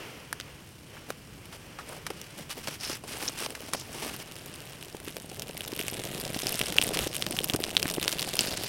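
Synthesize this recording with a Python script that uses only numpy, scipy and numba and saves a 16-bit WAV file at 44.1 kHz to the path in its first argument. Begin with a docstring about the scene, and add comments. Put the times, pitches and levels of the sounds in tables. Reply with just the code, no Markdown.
"""A wood campfire catches on a still evening outdoors, close to the microphone.
Kindling first shifts, rustles and knocks, with a few lone snaps; then the flames take hold.
Clouds of tiny bursts make the scrape, crackle, sizzle and flutter; snaps are ticks with a ringing cavity,
knocks are damped noise, puffs are single soft swings, and filtered noise gives a faint forest hush."""
import sys
import numpy as np
from scipy import signal
from scipy.fft import rfft, irfft
from scipy.io import wavfile
from scipy.ndimage import uniform_filter1d
from numba import njit

SR = 44100
rng = np.random.default_rng(int(sys.argv[2]) if len(sys.argv) > 2 else 0)


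def master(y):
    """Save y as 16-bit WAV."""
    cut = np.clip(np.atleast_2d(y).T, -1, 1)
    pcm = np.round(cut * 32767)  # scale
    wavfile.write(sys.argv[1], SR, pcm.astype(np.int16))


N = 382788  # length in samples


def undb(db):
    """Decibels to gain."""
    return 10 ** (np.asarray(db) / 20)


def unit(x):
    """Scale to rms 1."""
    return x / np.sqrt(np.mean(x ** 2) + 1e-18)


def curves(table):
    """Each column of a timed table, joined by straight lines."""
    s, *columns = np.transpose(table)
    return [np.interp(np.arange(N) / SR, s, column) for column in columns]


def add(out, s, sound):
    """Mix a sound in at time s."""
    i = max(int(s * SR), 0)
    out[i:i + len(sound)] += sound[:max(N - i, 0)]


def walk(rate):
    """Random wander with spread near 1: about rate new values a second, looping after 4096 of them."""
    k = int(SR / rate)
    steps = rng.standard_normal(4096)[np.arange(N) // k % 4096]
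    return uniform_filter1d(steps, k)


def swell(start, hold, fade):
    """Gain that fades in, holds at 1 from start, and fades out."""
    corners = [start - fade, start, start + hold, start + hold + fade]
    return np.interp(np.arange(N) / SR, corners, [0, 1, 1, 0])


def together(gains):
    """Joint gain of unrelated sounds: their powers add."""
    return np.sqrt(sum(g ** 2 for g in gains))


def response(points, ripple_db=0, size=1024):
    """Causal impulse response of a colour, with chance resonances of its own and unit energy."""
    f = np.log(np.maximum(np.fft.rfftfreq(size, 1 / SR), 10))
    hz, db = np.transpose(points)
    bumps = np.interp(f, np.linspace(f[1], f[-1], num=22), rng.standard_normal(22))
    colour_db = np.interp(f, np.log(hz), db) + ripple_db * bumps
    # folding the cepstrum gives minimum phase, so the energy comes as early as it can
    cepstrum = irfft(np.log(undb(colour_db)))
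    cepstrum[1:size // 2] *= 2
    cepstrum[size // 2 + 1:] = 0
    h = irfft(np.exp(rfft(cepstrum)))
    return h / np.linalg.norm(h)


def through(x, h):
    """Pass a sound through a response."""
    return signal.oaconvolve(x, h)[:len(x)]


def band(x, hz, spread):
    """Broad resonance from hz / spread to hz * spread."""
    sos = signal.butter(1, [hz / spread, hz * spread], "band", fs=SR, output="sos")
    return signal.sosfilt(sos, x)


def swing(x, hz=6500, radius=0.48):
    """An all-pass, like a microphone's phase shift, makes a click swing both ways in a fraction of a millisecond."""
    a = [1, -2 * radius * np.cos(2 * np.pi * hz / SR), radius ** 2]
    return signal.lfilter(a[::-1], a, x)


def splinter(rough, run=0.0012, bounce_db=-12, bounce=0.0031, size=640):
    """One break: a click within a short burst of random smaller clicks, then returns from logs and ground."""
    t = (np.arange(size) - size // 8) / SR
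    small_clicks, returns = rng.standard_normal((2, size)) ** 3
    small_clicks *= np.exp(-np.abs(t) / run)
    returns *= np.maximum(t, 0) * np.exp(-2 * np.abs(t) / bounce)
    small_clicks *= rough / np.linalg.norm(small_clicks)
    returns *= undb(bounce_db) / np.linalg.norm(returns)
    return (t == 0) + small_clicks + returns


def thud(hz, size=4096):
    """A small volume of gas igniting: a soft swing of about one cycle, peak 1."""
    cycles = hz * np.arange(size) / SR
    y = np.sin(2 * np.pi * cycles) * cycles * np.exp(-2 * cycles)
    return y / np.abs(y).max()


@njit
def scatter(at, sizes, spots, bank):
    """Lay each burst down with the ring of its own spot."""
    out = np.zeros(N + bank.shape[1])
    for k in range(len(at)):
        for i in range(bank.shape[1]):
            out[at[k] + i] += sizes[k] * bank[spots[k], i]
    return out[:N]


def grains(points, rate, spread_db, ripple_db, rough, count=96):
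    """Tiny bursts at random moments, of widely varied strength, from many spots that each ring differently."""
    rings = [np.convolve(response(points, ripple_db)[:512], splinter(rough))[:640] for _ in range(count)]
    bank = swing(np.array(rings))
    at = np.flatnonzero(rng.random(N) < rate / SR)  # rate is in bursts per second
    size_db = spread_db * np.minimum(rng.standard_normal(len(at)), 1.6)
    sign = rng.choice([-1, 1], len(at))
    spots = rng.integers(0, count, len(at))
    out = scatter(at, sign * undb(size_db), spots, bank)
    # divide by the local level, so that the level tables set the loudness
    return out / np.sqrt(uniform_filter1d(out ** 2, SR // 9) + 1e-12)


# Colour of the distant trees: (frequency [Hz], relative density [dB per Hz])
FOREST_COLOUR = [(20, -25), (40, -6.5), (70, -2.5), (110, -1), (150, 1.5), (190, -4.5), (300, -9),
                 (450, -18), (600, -50), (900, -24), (2900, -28), (3600, -31), (9000, -30), (16000, -37)]
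# Colour of the nearer breeze: (frequency [Hz], relative density [dB per Hz])
BREEZE_COLOUR = [(150, -8.5), (300, 3), (470, 3), (700, -3), (1300, -4.5), (1850, -4), (2500, -3),
                 (3100, -3), (3700, -14), (5600, -12), (6800, -19), (10000, -21.5), (16000, -25)]
# Air stirring around the camp: (time [s], level [dB])
BREEZE_LEVEL = [(0, -41), (.12, -47), (.3, -51), (.55, -52.5), (.8, -62.5), (.95, -49.5), (1.25, -56.5),
                (1.7, -51), (2.2, -50.5), (3.0, -59.5), (4.3, -52), (4.75, -50.5), (4.9, -57), (8.68, -70)]


def forest(hush_db=-51):
    """A low, even hush of distant trees and a light breeze nearer by, both coloured noise."""
    hush = unit(through(rng.standard_normal(N), response(FOREST_COLOUR, size=8192)))
    breeze = unit(through(rng.standard_normal(N), response(BREEZE_COLOUR)))
    sway_db = 0.8 * walk(3.4)
    breeze_db = curves(BREEZE_LEVEL)[0] + walk(25)
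    return hush * undb(hush_db + sway_db) + breeze * undb(breeze_db)


def contacts(scrape, low_hz=2200, turns_db=6, count=3):
    """The contacts take turns, each singing in its own octave of the treble; their joint power stays steady."""
    shares = [undb(turns_db * walk(30)) for _ in range(count)]
    voices = [band(scrape, low_hz * 2 ** k, 1.9) * share for k, share in enumerate(shares)]
    return sum(voices) / together(shares)


# Colour of wood rubbing or cracking dry: (frequency [Hz], relative density [dB per Hz])
SCRAPE_COLOUR = [(600, -6), (1300, -1), (2000, -1.5), (2900, 0.5), (3800, -5), (5400, -3), (6900, -9.5),
                 (9200, -5.5), (12000, -11), (16000, -20.5)]
# Colour of breaking fibres, also in snaps and crackle: (frequency [Hz], relative density [dB per Hz])
FIBRE_COLOUR = [(60, -15), (400, -17.5), (1000, -10.5), (2100, -9), (2900, -0.5), (4000, -6.5),
                (5400, -2.5), (6800, -10), (9200, -5), (11500, -10), (13000, -9), (16000, -16.5)]
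# Colour of the hollow pile: (frequency [Hz], relative density [dB per Hz])
HOLLOW_COLOUR = [(120, -17), (250, 2.5), (400, 2), (700, -1.5), (1100, -9), (1900, -21)]
# Pieces of kindling sliding:
# (start [s], hold [s], fade in and out [s], scrape level [dB], hollow body level [dB])
KINDLING_SLIDES = [(1.093, 0.012, 0.017, -51, -47), (1.532, 0.023, 0.02, -52, -53),
                   (1.8, .015, .02, -51, -47), (1.89, 0.084, 0.035, -49, -48.5),
                   (2.147, 0.23, 0.046, -54.5, -69), (2.389, 0.024, .025, -43.5, -46.5),
                   (2.508, 0.013, 0.021, -37.5, -55), (2.573, 0.029, 0.026, -44, -44.5),
                   (2.641, 0.11, 0.026, -43.5, -52), (2.823, 0.13, 0.033, -39.5, -51),
                   (3.088, 0.048, 0.022, -42.5, -49), (3.195, .055, 0.15, -39, -42.5),
                   (3.382, 0.062, 0.037, -35, -43.5), (3.493, 0.028, 0.021, -48, -43.5),
                   (3.568, 0.13, 0.045, -48, -47), (3.733, 0.018, 0.0085, -40, -38),
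                   (3.777, 0.17, 0.032, -50, -51), (4.024, 0.046, 0.17, -39, -41.5),
                   (4.201, 0.017, 0.016, -40, -51)]


def kindling(stir_scrape_db=-58, stir_body_db=-59.5):
    """Dry twigs and bark slide in clumps of slips at a few contacts; the pile answers with a hollow body."""
    # the pile never lies quite still
    scrape_gains, body_gains = [undb(stir_scrape_db)], [undb(stir_body_db)]
    for start, hold, fade, scrape_db, body_db in KINDLING_SLIDES:
        motion = swell(start, hold, fade)
        scrape_gains.append(motion * undb(scrape_db))
        body_gains.append(motion * undb(body_db))
    scrape = grains(SCRAPE_COLOUR, rate=2400, spread_db=3.5, ripple_db=2.5, rough=0.75)
    # some fibres catch and tick
    fibres = grains(FIBRE_COLOUR, rate=140, spread_db=6, ripple_db=7.5, rough=0.21)
    scrape = unit(unit(scrape + 0.28 * contacts(scrape)) + undb(-9) * fibres)
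    body = grains(HOLLOW_COLOUR, rate=380, spread_db=6, ripple_db=4.5, rough=0.56)
    clumps = walk(110)
    scrape = scrape * together(scrape_gains) * undb(2.2 * clumps)
    return scrape + body * together(body_gains) * undb(clumps)


# The loudest gas pockets bursting in the wood:
# (time [s], peak level [dB], ring pitch [Hz], ring length [cycles], tick against ring [dB])
LOUD_SNAPS = [(0.3283, -10.5, 1640, 1.5, -2.5), (0.4103, -21.5, 4000, 0.89, -15),
              (1.456, -29.5, 10000, 1.3, -1), (1.892, -24.5, 8600, 2.2, -3), (2.2153, -18.5, 5600, 3, 6),
              (3.5053, -21, 9200, 2, -2), (3.799, -20, 6700, 2, 10), (4.164, -22.5, 12800, 4, 2),
              (4.827, -20, 3200, 1.3, 12), (5.083, -18, 2800, 1.1, 3), (5.1676, -14.5, 2600, 1.2, 12),
              (5.396, -14, 5900, 1.7, 4), (5.4214, -14, 2714, 1, 23), (5.6074, -16.5, 3100, 2.2, -4),
              (5.7641, -17, 12800, 3, 2), (5.9136, -20, 12600, 2.5, -16), (5.7928, -11.5, 2670, 1.5, -2),
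              (5.8126, -13, 2800, 1.5, -2), (5.8822, -9.5, 2600, 2.4, 3), (6.252, -14, 4500, 1, 4),
              (6.4695, -7.5, 4860, 2.6, 1), (6.5922, -13, 9500, 5.3, 1), (6.6141, -6, 2860, 1.2, -6),
              (6.7845, -1, 2910, 2.8, -14), (6.815, -6, 3150, 1.6, 5), (6.825, -7, 3350, 2, 4),
              (6.8383, -11, 8900, 3.3, -12), (6.9726, -7.5, 3080, 0.63, -4), (6.9906, -6.5, 3120, 2.3, 2),
              (7.1657, -11, 9660, 1.1, -4.5), (7.2236, -7, 3530, 1.16, -3), (7.2661, -8.5, 3440, 0.4, -18),
              (7.389, -9, 3300, 1.9, -11.5), (7.4438, -8.5, 11850, 1.7, -5), (7.4987, -9, 3380, 2.2, -3.5),
              (7.5364, -9, 5100, 1, 4), (7.5617, -10, 9400, 6.5, 3), (7.6392, -6, 3800, 0.89, -5),
              (7.7679, -0.5, 3660, 1.6, -16), (7.7986, -12, 3330, 1.35, 12), (7.829, -5, 4900, 2.6, 4),
              (7.8563, -14, 1820, 0.59, -12), (7.9011, -10.5, 5120, 1.3, 10), (7.9397, -10.5, 3100, .5, 17),
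              (8.028, -8.5, 3400, 0.62, 3), (8.0798, -1, 3670, 0.74, -4), (8.1266, -9, 3030, 1.4, 17),
              (8.1948, -10, 4200, 2.5, -1), (8.2194, -11, 5030, 1.3, 12), (8.2272, -9.5, 3610, 1.2, 5),
              (8.3917, -6, 3020, 3.3, -6.5), (8.3918, -5, 4940, 1.5, -11), (8.4084, -9, 7700, 4.4, 0)]


def snaps(rows, size=640, flare_db=-27):
    """A bursting pocket gives a sharp tick, rings its cavity for a few cycles, and its gas flares."""
    out, lead = np.zeros(N), size // 8 / SR  # the break sits this far into its splinter
    t = np.arange(size) / SR
    onset = 1 - np.exp(-t / 0.00056)
    for s, peak_db, hz, cycles, tick_db in rows:
        cavity = np.sin(2 * np.pi * hz * t) * np.exp(-2 * hz * t / cycles) * onset
        ring = through(cavity, splinter(rough=0.1, run=0.00044, bounce_db=-13))
        tick = splinter(rough=0.18, run=0.00038, bounce_db=-8)
        tick = swing(through(tick, response(FIBRE_COLOUR, ripple_db=2.5)))
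        snap = rng.choice([-1, 1]) * (unit(ring) + undb(tick_db) * unit(tick))
        add(out, s - lead, undb(peak_db) * snap / np.abs(snap).max())
        # the flare follows 1 to 4 ms later, at a chance pitch
        delay = 0.00219 * rng.uniform(0.4, 1.91)
        flare = thud(480 * 2 ** rng.uniform(-0.7, 0.8))
        add(out, s + delay, undb(peak_db + flare_db) * flare)
    return out


# Sticks knocking as they shift:
# (time [s], body level [dB], body pitch [Hz], noise decay [s], crack level [dB])
STICK_KNOCKS = [(0.4002, -45, 2020, 0.0023, -27.5), (0.968, -42.5, 1210, 0.0082, -55),
                (1.1035, -24.5, 567, 0.0022, -26.5), (1.526, -44.5, 890, 0.017, -42),
                (1.787, -35, 1300, 0.013, -45), (1.892, -36.5, 597, 0.0046, -42),
                (1.922, -39, 600, 0.013, -46), (2.066, -31, 1270, 0.0052, -27.5),
                (2.103, -28, 450, 0.0068, -35.5), (2.104, -37, 1300, 0.0036, -40),
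                (2.673, -33, 695, 0.005, -27), (2.682, -31.5, 444, 0.0057, -28.5),
                (2.896, -28, 375, 0.0052, -34), (3.037, -38, 393, 0.012, -42),
                (3.225, -33, 400, 0.0048, -29), (3.462, -24, 590, 0.0017, -23.5),
                (3.551, -32, 1870, 0.0042, -32), (3.7344, -33, 790, 0.0033, -18.5),
                (3.747, -27, 740, 0.0044, -41), (4.024, -33, 400, 0.012, -38),
                (4.062, -37, 350, 0.003, -50)]


def knocks():
    """Each contact gives a dull, quickly damped body and a dry crack."""
    out, t = np.zeros(N), np.arange(4096) / SR
    for s, body_db, hz, decay, crack_db in STICK_KNOCKS:
        body, crack = rng.standard_normal((2, len(t))) * np.exp(-t / decay)
        body = band(band(body, hz, 1.76), hz, 1.76)
        crack = through(crack, response(SCRAPE_COLOUR, ripple_db=0.5))
        body *= undb(body_db) / np.linalg.norm(body)
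        crack *= undb(crack_db) / np.linalg.norm(crack)
        # each level sets the energy: that of a steady sound lasting half the decay time
        add(out, s, np.sqrt(decay * SR / 2) * (body + crack))
    return out


def settle(s=2.4, hz=150, level_db=-39, decay=0.02):
    """One heavier piece of wood settles with a dull thud of narrow-band noise."""
    t = np.maximum(np.arange(N) / SR - s, 0)
    envelope = 2 * t / decay * np.exp(1 - 2 * t / decay)  # peaks at 1 after half the decay
    return undb(level_db) * unit(band(rng.standard_normal(N), hz, 1.05)) * envelope


# Bursts of thin, gritty hiss: (start [s], hold [s], level [dB], centre frequency [Hz])
GRITTY_HISSES = [(2.718, 0.023, -49, 5400), (2.823, 0.11, -41.5, 5210), (3.763, 0.04, -43.5, 5380),
                 (6.356, 1, -49.5, 5320), (8.1, 0.41, -48, 4610), (8.377, 0.33, -41, 4730)]


def hiss(fade=0.043):
    """Fine grit rides on a sine, which lifts it to a narrow band at a new pitch in each burst."""
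    t = np.arange(N) / SR
    low = signal.butter(1, 520, fs=SR, output="sos")
    grit = unit(signal.sosfilt(low, rng.standard_normal(N))) * undb(6.4 * walk(700))
    out = np.zeros(N)
    for start, hold, level_db, hz in GRITTY_HISSES:
        burst = unit(grit * np.sin(2 * np.pi * hz * t))
        out += burst * undb(level_db) * swell(start, hold, fade)
    return out


def squeak(s=3.2803, hz=5950, level_db=-21, width=0.0019, again=0.0059, low_hz=3900, low_db=-8):
    """A twig squeaks twice on two unsteady tones as it slips along another."""
    t = np.arange(N) / SR - s
    slips = np.exp(-(t / width) ** 2) + 0.84 * np.exp(-((t - again) / width) ** 2)
    high, low = (np.sin(2 * np.pi * np.cumsum(f * (1 + 0.11 * walk(1500))) / SR) for f in (hz, low_hz))
    return undb(level_db) * slips * (high + undb(low_db) * low)


# The fire catching: (time [s], crackle level [dB], flame flutter level [dB])
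FIRE_LEVELS = [(4.0, -70, -76), (4.271, -50, -51.5), (4.6, -52.5, -52.5), (4.9, -50.5, -55),
               (5.4, -49.5, -46.5), (5.62, -43.5, -48), (6.05, -43.5, -40.5), (6.35, -40.5, -39),
               (6.5, -36.5, -39.5), (7.0, -38, -36), (7.13, -41, -43.5), (7.33, -40.5, -39.5),
               (7.5, -41, -40), (8.15, -37.5, -41.5), (8.68, -42, -38.5)]
# Colour of boiling sap: (frequency [Hz], relative density [dB per Hz])
SIZZLE_COLOUR = [(100, -35), (1000, -2), (2100, 1), (2850, 2.5), (3900, -0.5), (5400, -12), (6800, -7),
                 (9200, -4), (12000, -7.5), (16000, -25)]
# Spurts of boiling sap: (start [s], hold [s], level [dB])
SAP_SPURTS = [(4.29, .5, -57.5), (5.074, .02, -46), (5.854, 0.81, -45), (6.44, 0.47, -44.5),
              (6.926, 0.13, -38.5), (8.02, 0.51, -43), (8.4, 0.44, -42)]


def crackle(flurry_db=2, spurt_fade=0.024):
    """Fibres split in flurries of small clicks while sap simmers and spurts between them."""
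    crackle_db, _ = curves(FIRE_LEVELS)
    clicks = grains(FIBRE_COLOUR, rate=240, spread_db=9.5, ripple_db=6.5, rough=0.29)
    sizzle = grains(SIZZLE_COLOUR, rate=1050, spread_db=9, ripple_db=2.5, rough=0.17)
    simmer_db = -22 + 0.69 * crackle_db  # steady sap follows the crackle
    spurts = [undb(db) * swell(start, hold, spurt_fade) for start, hold, db in SAP_SPURTS]
    sap = together([undb(simmer_db)] + spurts)
    clicks = clicks * undb(crackle_db + flurry_db * walk(14))
    return clicks + sizzle * sap * undb(0.54 * walk(48))


# Colour of the flames: (frequency [Hz], relative density [dB per Hz])
FLAME_COLOUR = [(25, -8), (70, -7), (150, 3), (260, -3), (370, -0.5), (500, -3), (700, -4.5), (950, -16.5),
                (2000, -35)]
# Puffs of igniting gas: (time [s], peak level before eddies [dB], pitch [Hz])
GAS_PUFFS = [(4.948, -28.5, 385), (5.077, -28.5, 360), (5.168, -27.5, 527), (5.498, -29.5, 450),
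             (5.729, -25, 332), (5.801, -26.5, 366), (6.919, -26, 397), (7.009, -32, 70), (7.028, -36, 75),
             (7.069, -21.5, 394), (7.31, -25.5, 334), (7.537, -29, 115), (7.541, -21.5, 246),
             (7.549, -17.5, 377), (7.604, -23.5, 365), (7.857, -23, 306), (7.982, -19.5, 340)]


def flames(flicker_db=1):
    """Gas ignites in countless soft thuds; now and then a larger, turbulent puff stands out."""
    _, flutter_db = curves(FIRE_LEVELS)
    thuds = grains(FLAME_COLOUR, rate=320, spread_db=6.5, ripple_db=2.5, rough=0.31)
    out = thuds * undb(flutter_db + flicker_db * walk(13))
    for s, peak_db, hz in GAS_PUFFS:
        puff = thud(hz)
        turbulence = band(band(rng.standard_normal(len(puff)), 740, 2), 740, 2)
        eddies = np.abs(puff) * unit(turbulence)
        add(out, s - 0.001, undb(peak_db) * (puff + 0.29 * eddies))
    return out


def small_snaps(count=160, per_s=16, above_db=23.5, spread_db=1.5, low_hz=2800, high_hz=10000):
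    """Snap rows for lesser pockets: random moments once the fire has caught, peaks standing above the crackle."""
    wait, size, pitch = rng.random((count, 3)).T
    s = FIRE_LEVELS[1][0] + np.cumsum(-np.log(1 - wait)) / per_s
    times, crackle_db, _ = np.transpose(FIRE_LEVELS)
    peak_db = np.interp(s, times, crackle_db) + above_db + spread_db * (2 * size - 1)
    hz = low_hz * (high_hz / low_hz) ** (pitch ** 3)  # mostly low in pitch
    cycles, tick_db = 0.69, 3.5
    return [(*row, cycles, tick_db) for row in zip(s, peak_db, hz) if row[0] < N / SR]


def clearing(x, echo_db=-27, fade=0.014):
    """The trees around the camp return very little: a faint, short tail of noise."""
    t = np.arange(8192) / SR
    trees = rng.standard_normal(len(t)) * np.exp(-t / fade) * (1 - np.exp(-t / fade))
    return x + through(x, undb(echo_db) * trees / np.linalg.norm(trees))


def scene():
    """The fire sits straight ahead, almost mono; a very faint side signal is treble and low noise."""
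    wood = kindling() + knocks() + settle() + squeak()
    fire = hiss() + snaps(LOUD_SNAPS) + crackle() + flames() + snaps(small_snaps())
    mid = clearing(wood + fire) + forest()
    treble = signal.sosfilt(signal.butter(4, 4500, "high", fs=SR, output="sos"), mid)
    low_noise = unit(band(rng.standard_normal(N), 29, 2.3))
    side = undb(-30.5) * treble * walk(300) + undb(-80.5) * low_noise
    return np.array([mid + side, mid - side])


def record(dry, top_hz=16000):
    """The recorder cuts the highest treble."""
    return signal.sosfilt(signal.ellip(8, 0.2, 70, top_hz, fs=SR, output="sos"), dry)


dry = scene()
out = record(dry)
master(out)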